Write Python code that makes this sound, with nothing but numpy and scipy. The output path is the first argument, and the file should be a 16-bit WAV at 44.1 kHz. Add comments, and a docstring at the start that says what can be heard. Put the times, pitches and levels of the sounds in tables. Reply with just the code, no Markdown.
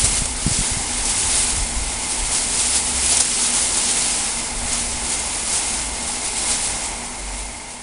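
"""A walled garden, one microphone: a hollow outdoor hush and a faint fan hum lie behind from the start.
Close by, a chain of plastic bags is swung round on a stick; the film flutters, crinkles and snaps taut
as it fills. Its wake puffs and rumbles on the microphone, most in the first two seconds, and far traffic
drones now and then. The hardest snap comes at 3.2 s. The hum sinks after 5 s; from about 7 s the swing
dies down and the hush sinks too."""
import sys
import numpy as np
from scipy import signal
from scipy.fft import rfft, irfft, next_fast_len
from scipy.io import wavfile
from scipy.ndimage import uniform_filter1d, map_coordinates

SR = 44100
rng = np.random.default_rng(int(sys.argv[2]) if len(sys.argv) > 2 else 0)


def waveform_to_disk(signal):
    """Save audio, clipped to [-1, 1], as 16-bit WAV at the path in sys.argv[1]."""
    frames = np.transpose(np.atleast_2d(signal))
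    scaled = np.clip(frames, -1, 1) * 32767
    samples = np.round(scaled).astype(np.int16)
    wavfile.write(sys.argv[1], SR, samples)


N = 344862
TIME = np.arange(N) / SR
AMBIENCE_SINKS_AT_S, AMBIENCE_SINK_DB_PER_S = 7, 8  # hush and breeze fade together


def amp(db):
    """Decibels to gain."""
    return 10 ** (np.asarray(db) / 20)


def unit(x):
    """x at rms 1."""
    return x / np.sqrt(np.mean(x ** 2) + 1e-20)


def wobble(rate):
    """A smooth random curve, rate knots a second."""
    knots = rng.standard_normal(int(N * rate / SR) + 4)
    return map_coordinates(knots, [np.arange(N) * rate / SR])


def filtered(x, response):
    """x through a gain that depends on frequency."""
    size = next_fast_len(N + SR // 2)
    return irfft(rfft(x, size) * response(np.fft.rfftfreq(size, 1 / SR)), size)[..., :N]


def shape(points, hz):
    """Gain at hz, from (frequency [Hz], level [dB]) points on a log axis."""
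    point_hz, db = np.transpose(points)
    return amp(np.interp(np.log(hz + 1), np.log(point_hz + 1), db))


def coloured(x, points):
    """x shaped by a spectrum, at rms 1."""
    return unit(filtered(x, lambda hz: shape(points, hz)))


def swells(rows, fall_over_rise=1.64):
    """Smooth humps (peak time [s], height, rise [s]) that die away more slowly than they build."""
    return sum(height * np.exp(-(np.maximum(s - TIME, (TIME - s) / fall_over_rise) / rise) ** 2)
               for s, height, rise in rows)


def sinking(start_s, db_per_s):
    """Decibels that hold at zero, then fall evenly."""
    return -db_per_s * np.maximum(TIME - start_s, 0)


def hush():
    """The garden's ambience: steady noise with hollow resonances; the level dips briefly twice."""
    # noise bed: (frequency [Hz], level [dB])
    spectrum = [(20, -4), (60, 5), (110, -6.5), (180, -7), (340, -9), (420, -5), (510, -8), (700, -2.5),
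                (1000, -4), (1250, -17), (1700, -16.5), (2400, -9.5), (3300, -18), (10000, -19.5)]
    # resonances: (centre [Hz], width [Hz], level [dB])
    hollows = [(237, 12, 3.5), (302, 8.5, -1.5), (816, 45, 1.5), (893, 48, 0.5), (2111, 84, 0.5)]
    # dips: (time [s], gain [dB], fall time [s])
    dips = [(.3, -3.5, 0.13), (3.3, -4, 0.081)]

    def response(f):
        ring = sum(amp(db) ** 2 / (1 + ((f - hz) / (width / 2)) ** 2) for hz, width, db in hollows)
        return np.sqrt(shape(spectrum, f) ** 2 + ring)

    level_db = -31.5 + sinking(AMBIENCE_SINKS_AT_S, AMBIENCE_SINK_DB_PER_S) + swells(dips)
    return amp(level_db) * unit(filtered(rng.standard_normal(N), response))


def fan_hum(waver_db=2.2):
    """A fan in the background: its low tones waver in strength and pitch."""
    # fan tones: (pitch [Hz], relative level [dB])
    tones = [(240.5, 0), (259, -8)]
    level_db = -43.5 + sinking(start_s=5.24, db_per_s=4)
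    out = np.zeros(N)
    for hz, db in tones:
        gain = amp(level_db + db + waver_db * wobble(8.7))
        phase = 2 * np.pi * np.cumsum(hz * (1 + 0.01396 * wobble(14))) / SR
        out += gain * np.sqrt(2) * np.sin(phase)
    return out


def effort(cruise_db=-24):
    """How hard the air works the film, in dB over cruising: the swing plus each billow."""
    # speed of the chain, as rustle: (time [s], level [dB])
    swing = [(0, -20), (.35, -28.5), (.54, -21.5), (.86, -26), (1.41, -20.5), (1.76, -28), (2.53, -24.5),
             (2.92, -23.5), (3.12, -18.5), (3.25, -22.5), (4.12, -21.5), (4.52, -28), (5.67, -25.5),
             (5.9, -29), (6.69, -24), (6.96, -32), (7.82, -37.5)]
    # a bag catches the air: (time at the fullest [s], gain [dB], rise [s])
    billows = [(.162, 2.5, 0.035), (1.098, 1.7, .015), (2.127, 2.5, 0.03), (2.354, 5, .041),
               (2.613, 3.5, .086), (2.76, 4, 0.028), (3.44, 2.5, 0.035), (3.565, 3, 0.04), (3.95, 1, 0.07),
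               (4.74, 4.5, .058), (5.113, 4, 0.051), (5.541, 4, 0.067), (5.754, 3, 0.052), (6.1, 1.5, .039),
               (6.27, 0.5, 0.016), (6.39, 2, .02), (6.509, 4.5, 0.039), (6.83, 2, 0.042), (7.386, 3, 0.074)]
    return np.interp(TIME, *np.transpose(swing)) + swells(billows) - cruise_db


def creases(activity, per_second, blur):
    """Tiny buckling clicks, denser with activity, over the blur of countless weaker ones."""
    happens = rng.random(N) < per_second * activity / SR
    clicks = happens * rng.uniform(-0.91, 1, N)
    return unit(clicks) + blur * rng.standard_normal(N)


def patchy(x, depth_db):
    """The folds of the film keep changing, so its colour shifts from moment to moment."""
    spectra = signal.stft(x, nperseg=512)[2]
    patches = uniform_filter1d(rng.standard_normal(spectra.shape), size=14, axis=0)
    patches = uniform_filter1d(patches, size=12, axis=1)
    return signal.istft(spectra * amp(depth_db * unit(patches)), nperseg=512)[1][:N]


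def bag_rustle():
    """Close up, faster bags crease more often; their flapping edges bunch the creases into bursts."""
    # bright crinkle of the film: (frequency [Hz], level [dB])
    crinkle_spectrum = [(2500, -46), (5000, -15.5), (6500, -4), (7500, -1), (9300, 2.5), (10200, 2),
                        (11000, -5.5)]
    # its lower flutter: (frequency [Hz], level [dB])
    flutter_spectrum = [(900, -21), (1800, -10), (2700, -2.5), (4000, -1), (5200, 1), (6300, -2),
                        (8000, -2.5), (11000, -20)]
    effort_db = effort()
    activity = unit(amp(effort_db))
    flap_db = 0.72 * wobble(35) + 0.34 * wobble(130)
    crinkle = patchy(creases(activity, per_second=1800, blur=1.76), depth_db=0.6)
    flutter = patchy(creases(activity, per_second=1800, blur=1.8), depth_db=0.5)
    crinkle_db = -22 + effort_db + flap_db + 0.35 * wobble(70)
    flutter_db = -28 + 0.92 * effort_db + flap_db
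    return (amp(crinkle_db) * coloured(crinkle, crinkle_spectrum)
            + amp(flutter_db) * coloured(flutter, flutter_spectrum))


def whoosh():
    """Eddies shed behind the bags grow with the swing."""
    # rushing air: (frequency [Hz], level [dB])
    spectrum = [(80, -4), (200, 1.5), (400, 2), (700, -3.5), (1300, 2), (1800, -0.5), (2600, -2),
                (5000, -21)]
    level_db = -35.5 + 0.68 * effort() + 0.53 * wobble(15)
    return amp(level_db) * coloured(rng.standard_normal(N), spectrum)


def wind_rumble(breeze_db=-42):
    """Lumpy low pressure right on the microphone: a light breeze and the gusts from the chain."""
    # the chain's wake arrives: (time at the strongest [s], level [dB], rise [s])
    gusts = [(.07, -28.5, 0.13), (.5, -32.5, 0.093), (.76, -33, .04), (1.2, -31, 0.25),
             (1.57, -29.5, 0.053), (1.81, -30, 0.073), (2.25, -30.5, 0.066), (2.5, -37, 0.09),
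             (4.38, -42, .05), (4.62, -33, 0.089), (4.95, -35, 0.05), (6.55, -43, 0.16)]
    # wind noise: (frequency [Hz], level [dB])
    spectrum = [(10, -10), (25, 0.5), (40, 3.5), (70, -7), (130, -16.5), (250, -25), (600, -55)]
    breeze = amp(breeze_db + sinking(AMBIENCE_SINKS_AT_S, AMBIENCE_SINK_DB_PER_S))
    wake = swells([(s, amp(db), rise) for s, db, rise in gusts])
    lumps = amp(0.97 * wobble(16))
    return (breeze + wake) * unit(lumps * coloured(rng.standard_normal(N), spectrum))


def puffs(rise_cycles=0.41, roughness=0.12):
    """Each eddy that strikes the microphone pushes and pulls it once or twice; small ones are quicker."""
    # eddies: (time [s], relative level [dB], pitch of the push [Hz])
    eddies = [(0.039, -15.5, 87), (.07, -21, 50.3), (0.124, -23, 91), (.218, -19, 111), (0.464, -10, 175),
              (0.477, -12.5, 153), (0.512, -15, 90), (0.587, -16, 129), (.608, -17.5, 150),
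              (0.714, -21, 65.5), (0.768, -20, 130), (1.25, -24, 71), (1.571, -27.5, 69.4),
              (1.598, -22, 60), (1.761, -21.5, 40.2), (1.815, -20, 42), (2.22, -25, 44.8),
              (4.629, -25, 64.7)]
    out = np.zeros(N)
    t = np.arange(SR // 6) / SR
    for s, db, hz in eddies:
        age = t * hz / rise_cycles
        envelope = (age * np.exp(1 - age)) ** 2
        turbulence = map_coordinates(rng.standard_normal(len(t)), [2 * t * hz])
        push = np.sin(2 * np.pi * hz * t) + roughness * turbulence
        out[round(s * SR):][:len(t)] += amp(db + 2) * envelope * push
    return out


def bag_snaps(rise_s=0.0036):
    """A bag fills and jerks taut near the microphone: a quick flurry of creases over the whole film."""
    # jerks: (time [s], relative level [dB], decay [s])
    jerks = [(.04, -8, 0.02), (.255, -11, 0.004), (1.052, -11.5, 0.0066), (2.593, -15, 0.0087),
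             (3.12, -11, 0.021), (3.167, -10, 0.009), (3.2, -2.5, 0.01), (3.771, -10, 0.0084),
             (3.958, -16, 0.0074), (4.725, -14, 0.024), (5.527, -15, .009), (5.576, -15, .008),
             (6.074, -16, 0.0077), (6.508, -15, 0.028)]
    # taut film: (frequency [Hz], level [dB])
    film = [(200, -7.5), (700, -2.5), (1600, -9.5), (3500, -6.5),
            (6000, 3), (10000, 3), (12000, 5), (16000, -38)]
    envelope = np.zeros(N)
    t = np.arange(SR // 8) / SR
    for s, db, decay in jerks:
        burst = (1 - np.exp(-t / rise_s)) * np.exp(-t / decay)
        envelope[round(s * SR):][:len(t)] += amp(db - 6.5) * burst / burst.max()
    return envelope * coloured(creases(activity=0.62, per_second=6000, blur=0.34), film)


def far_traffic(fade_s=0.12):
    """Only the wavering firing note of a far engine gets over the walls: it fades in, glides and goes."""
    # engines: (start [s], length [s], first pitch [Hz], last pitch [Hz], level [dB])
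    drones = [(0.196, 0.23, 56.2, 58, -33.5), (2.5, 0.77, 67, 69.5, -38.5), (4.694, 0.7, 63, 66, -39),
              (5.419, 0.62, 65.5, 49.8, -37), (7.137, 0.41, 48.2, 46.7, -31.5)]
    out = np.zeros(N)
    for s, length, first_hz, last_hz, db in drones:
        hz = np.interp(TIME, [s, s + length], [first_hz, last_hz])
        phase = 2 * np.pi * np.cumsum(hz * (1 + 0.019 * wobble(9.9))) / SR
        fade = np.clip(np.minimum(TIME - s, s + length - TIME) / fade_s, 0, 1)
        out += amp(db) * fade * (np.sin(phase) + amp(-24) * np.sin(2 * phase))
    return np.sqrt(2) * out * amp(1.2 * wobble(14))


def scene():
    """Near and far sounds meet at one microphone, which feeds both channels."""
    near = bag_rustle() + bag_snaps() + whoosh() + wind_rumble() + puffs()
    sound = near + hush() + fan_hum() + far_traffic()
    return np.array([sound, sound])


def record(dry):
    """The camera rounds off the highest peaks and keeps nothing above its band limit."""
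    ceiling, corner_hz, limit_hz = 0.8, 10550, 11070
    rounded = dry / (1 + np.abs(dry / ceiling) ** 8) ** (1 / 8)
    return filtered(rounded, lambda hz: (hz < limit_hz) / np.sqrt(1 + (hz / corner_hz) ** 115))


dry = scene()
out = record(dry)
waveform_to_disk(out)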